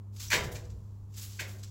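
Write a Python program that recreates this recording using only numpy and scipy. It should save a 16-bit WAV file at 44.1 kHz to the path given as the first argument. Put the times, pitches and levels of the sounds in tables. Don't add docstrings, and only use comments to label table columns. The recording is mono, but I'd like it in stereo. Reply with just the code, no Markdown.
import sys
import numpy as np
from scipy import signal
from scipy.fft import rfft, irfft
from scipy.io import wavfile

SR = 44100
rng = np.random.default_rng(int(sys.argv[2]) if len(sys.argv) > 2 else 0)


def output_pcm(signal):
    pcm = np.clip(np.atleast_2d(signal).T, -1, 1) * 32767
    wavfile.write(sys.argv[1], SR, np.round(pcm).astype(np.int16))


N = 74970
RUSTLE_WET_DB = -8


def undb(db):
    return 10 ** (np.asarray(db) / 20)


def unit(x):
    return x / np.sqrt(np.mean(x ** 2) + 1e-20)


def over_hz(points, hz):
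    p = np.array(points)
    return np.interp(np.log(hz + 1e-3), np.log(p[:, 0]), p[:, 1])


def bins():
    return np.fft.rfftfreq(N, 1 / SR)


def colour(x, points):
    return unit(irfft(rfft(x) * undb(over_hz(points, bins())), N))


def swell(start, rise, fade):
    age = np.arange(N) / SR - start
    return np.clip(age / rise, 0, 1) * undb(-60 * np.maximum(age - rise, 0) / fade)


def grains(rate, spread_db):
    hit = rng.random(N) < rate / SR
    size = undb(spread_db * np.minimum(rng.exponential(size=N), 4))
    return unit(hit * size * np.sign(rng.standard_normal(N)))


def pan(db):
    return undb(np.array([[db], [-db]]) / 2)


def scratches(walls):
    # start in seconds, rise in seconds, time to fade by 60 dB in seconds,
    # level in dB, hollow body level in dB relative to the scratch.
    strokes = [(.302, .001, 0.123, -30, -33), (.310, .008, 0.1244, -20.5, -12),
               (.328, .002, 0.12, -17.5, -16.5), (0.547, 0.013, 0.053, -43, -11),
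               (1.389, 0.0076, .13, -29.5, -15)]
    # frequency in Hz, strength in dB per Hz.
    scrape_colour = [(300, -28), (900, -15), (1300, -11), (1600, -3.5), (2050, 0.5), (2900, -2), (4600, -8),
                     (7600, -10), (8600, -24.5), (15500, -21.5)]
    # frequency in Hz, width in Hz, level in dB.
    chip_modes = [(1800, 340, -2), (1995, 180, -1.5)]
    # frequency in Hz, strength in dB per Hz.
    body_colour = [(120, -17), (260, -5.5), (400, 1.5), (620, 0), (800, -7.5), (1200, -7.5), (3000, -30.5)]
    grains_per_s, spread_db, chip_ring_db = 6000, 2, -8.5
    body_lag_s, body_rise_s, body_fade_s = 0.0015, .019, .3
    scrape_wet_db, body_wet_db = -5, -1.5
    pan_db, right_lead_s = -2.5, .00047

    clicks = grains(grains_per_s, spread_db)
    force = sum(undb(db) * swell(s, rise, fade) for s, rise, fade, db, _ in strokes)
    modes = sum(undb(db) / (1 + 2j * (bins() - hz) / width) for hz, width, db in chip_modes)
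    ring = unit(irfft(rfft(clicks) * modes, N))
    scrape = force * unit(colour(clicks, scrape_colour) + undb(chip_ring_db) * ring)

    push = sum(undb(db + body) * swell(s + body_lag_s, body_rise_s, body_fade_s)
               for s, _, _, db, body in strokes)
    hollow = push * colour(rng.standard_normal(N), body_colour)
    placed_scrape = place(scrape, walls, scrape_wet_db, pan_db, right_lead_s)
    return placed_scrape + place(hollow, walls, body_wet_db)


def rustles(walls):
    # start in seconds, rise in seconds, time to fade by 60 dB in seconds,
    # level in dB, fine hiss level in dB relative to the crackle.
    brushes = [(0.119, 0.036, 3, -62, -3.5), (.159, .005, 0.7, -53, -7.5),
               (0.193, 0.0095, 0.3, -40.5, -6.5), (.211, 0.022, 0.29, -43.5, -3),
               (.301, .002, 0.1266, -33.5, -5.5), (.34, 0.024, 0.0845, -35.5, -9),
               (.426, 0.018, 0.1537, -44.5, -6), (.511, 0.013, 0.1565, -49, 2.5),
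               (0.542, 0.015, 0.16, -44, -12), (.628, 0.026, .09, -59.5, -15),
               (.697, 0.0068, .13, -58.5, -12), (1.085, 0.058, 0.4, -65.5, -4),
               (1.138, .003, 0.33, -55, -8.5), (1.156, 0.026, 0.41, -45, -2), (1.206, 0.022, 0.3, -44.5, 0),
               (1.27, 0.056, 1, -52, -5.5), (1.394, 0.0099, 0.12, -39.5, -5.5),
               (1.465, 0.027, 0.37, -52, -1), (1.578, 0.014, 0.2, -58, -5),
               (1.627, 0.0092, 0.1, -45.5, -10), (1.665, .012, .2, -59, -8)]
    # frequency in Hz, strength in dB per Hz.
    hiss_colour = [(3000, -40), (7000, -14), (8800, -3), (12000, 0), (15500, -0.5)]
    crackle_pan_db, hiss_pan_db = -2, -6

    rub = np.sqrt(sum((undb(db) * swell(s, rise, fade)) ** 2
                      for s, rise, fade, db, _ in brushes))
    fine = np.sqrt(sum((undb(db + rel_db) * swell(s, rise, fade)) ** 2
                       for s, rise, fade, db, rel_db in brushes))
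    crackle = rub * litter() * pan(crackle_pan_db)
    hiss = fine * colour(rng.standard_normal((2, N)), hiss_colour) * pan(hiss_pan_db)
    close = crackle + hiss
    _, tail = walls
    return close + undb(RUSTLE_WET_DB) * signal.fftconvolve(close, tail, axes=1)[:, :N]


def litter():
    # frequency in Hz, strength in dB per Hz.
    crackle_colour = [(300, -24), (700, -18), (1200, -9.5), (1800, -11), (3000, -4.5), (5000, -1),
                      (7700, 0.5), (8600, -15), (15500, -23.5)]
    grains_per_s, spread_db = 4000, 3.5
    share = 0.87
    common, left, right = (grains(grains_per_s, spread_db) for _ in range(3))
    both = np.sqrt(1 - share) * common + np.sqrt(share) * np.array([left, right])
    return colour(both, crackle_colour)


def rings(walls):
    # start in seconds, pitch in Hz, width in Hz, level in dB,
    # time to fade by 60 dB in seconds.
    pieces = [(.273, 5796, 600, -41, 0.04), (0.534, 611, 11, -50, .16)]
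    rise_s = 0.011
    out = 0
    for s, hz, width, db, fade in pieces:
        resonance = 1 / (1 + 2j * (bins() - hz) / width) ** 2
        tone = irfft(rfft(rng.standard_normal(N)) * resonance, N)
        out = out + undb(db) * swell(s, rise_s, fade) * unit(tone)
    return place(out, walls, RUSTLE_WET_DB)


def thumps(walls):
    # start in seconds, pitch in Hz, level in dB.
    blows = [(.352, 145, -32), (0.388, 73.5, -27.5), (0.417, 122.6, -32), (.455, 132.2, -27.5),
             (0.538, 95, -32.5), (0.62, 70, -42), (1.41, 148, -45.5)]
    rise_s, fade_s, wet_db = .011, 0.1257, -14
    t = np.arange(N) / SR
    x = sum(undb(db) * swell(s, rise_s, fade_s) * np.sin(2 * np.pi * hz * (t - s))
            for s, hz, db in blows)
    return place(x, walls, wet_db)


def diffuse():
    # frequency in Hz, left-right correlation from -1 to 1.
    likeness = [(25, .55), (60, .72), (150, 0.81), (450, 0.32), (1800, 0.23), (4000, -.1), (15000, -0.25)]
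    alike = np.clip(over_hz(likeness, bins()), -.98, .98)
    mid, side = rfft(rng.standard_normal((2, N)))
    mid, side = mid * np.sqrt(1 + alike), side * np.sqrt(1 - alike)
    return unit(irfft(np.array([mid + side, mid - side]), N))


def room():
    # frequency in Hz, time to fade by 60 dB in seconds.
    tail_fade = [(80, 1.2), (200, 1.0), (480, .9), (820, .62), (2000, .41), (5000, .3), (14000, .22)]
    build_s = .012
    near_fade_s = .05
    noise, tail = rfft(diffuse()), 0
    for hz in 25 * 2 ** (np.arange(20) / 2):
        band = np.maximum(1 - 2 * abs(np.log2((bins() + 1) / hz)), 0)
        fade = swell(0, build_s, over_hz(tail_fade, hz))
        tail = tail + irfft(noise * band, N) * fade / np.sqrt(np.sum(fade ** 2))
    above_bass = signal.butter(2, 400, "high", fs=SR, output="sos")
    early = signal.sosfilt(above_bass, diffuse()) * swell(0, .001, near_fade_s)
    return unit(early) / np.sqrt(N), tail


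def place(x, walls, wet_db, pan_db=0, lead_s=0):
    near_db = 2.5
    early, tail = walls
    direct = np.array([np.roll(x, int(lead_s * SR)), x])
    near, far = (signal.fftconvolve(x[None], h, axes=1)[:, :N] for h in (early, tail))
    close = (direct + undb(near_db) * near) / np.hypot(1, undb(near_db))
    return (close + undb(wet_db) * far) / np.hypot(1, undb(wet_db)) * pan(pan_db)


def background():
    # frequency in Hz, level in dB.
    hum_lines = [(100.2, -44), (200.4, -62), (300.6, -74.5), (400.8, -74)]
    # frequency in Hz, strength in dB per Hz.
    rumble_colour = [(20, -17), (40, -10), (60, -0.5), (85, -5.5), (130, -12), (220, -25), (500, -50),
                     (2000, -100)]
    # time in seconds, level in dB.
    rumble_level = [(0, -62.5), (.3, -52.5), (.42, -41), (.65, -45.5), (.9, -49), (1.2, -52), (1.7, -53.5)]
    # frequency in Hz, strength in dB per Hz.
    air_colour = [(100, 0), (250, 0), (450, -6.5), (720, -12), (1000, -8.5), (1500, -21.5), (2500, -29),
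                  (5500, -29.5), (7200, -25.5), (8600, -32), (15500, -31)]
    hum_waver_db, rumble_flutter_db, air_db = 1.2, 1.5, -62

    t = np.arange(N) / SR
    slow = [(12, 0), (30, -60), (100, -120)]
    waver, flutter = (colour(rng.standard_normal(N), slow) for _ in range(2))
    hum = sum(np.sqrt(2) * undb(db) * np.sin(2 * np.pi * (hz * t + rng.random()))
              for hz, db in hum_lines)
    level_db = np.interp(t, *np.array(rumble_level).T) + rumble_flutter_db * flutter
    rumble = undb(level_db) * colour(diffuse(), rumble_colour)
    air = undb(air_db) * colour(diffuse(), air_colour)
    return hum * undb(hum_waver_db * waver) + rumble + air


def scene():
    walls = room()
    return scratches(walls) + rustles(walls) + rings(walls) + thumps(walls) + background()


def record(dry):
    top_hz = 15900
    return signal.sosfilt(signal.ellip(10, .2, 80, top_hz, fs=SR, output="sos"), dry)


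dry = scene()
out = record(dry)
output_pcm(out)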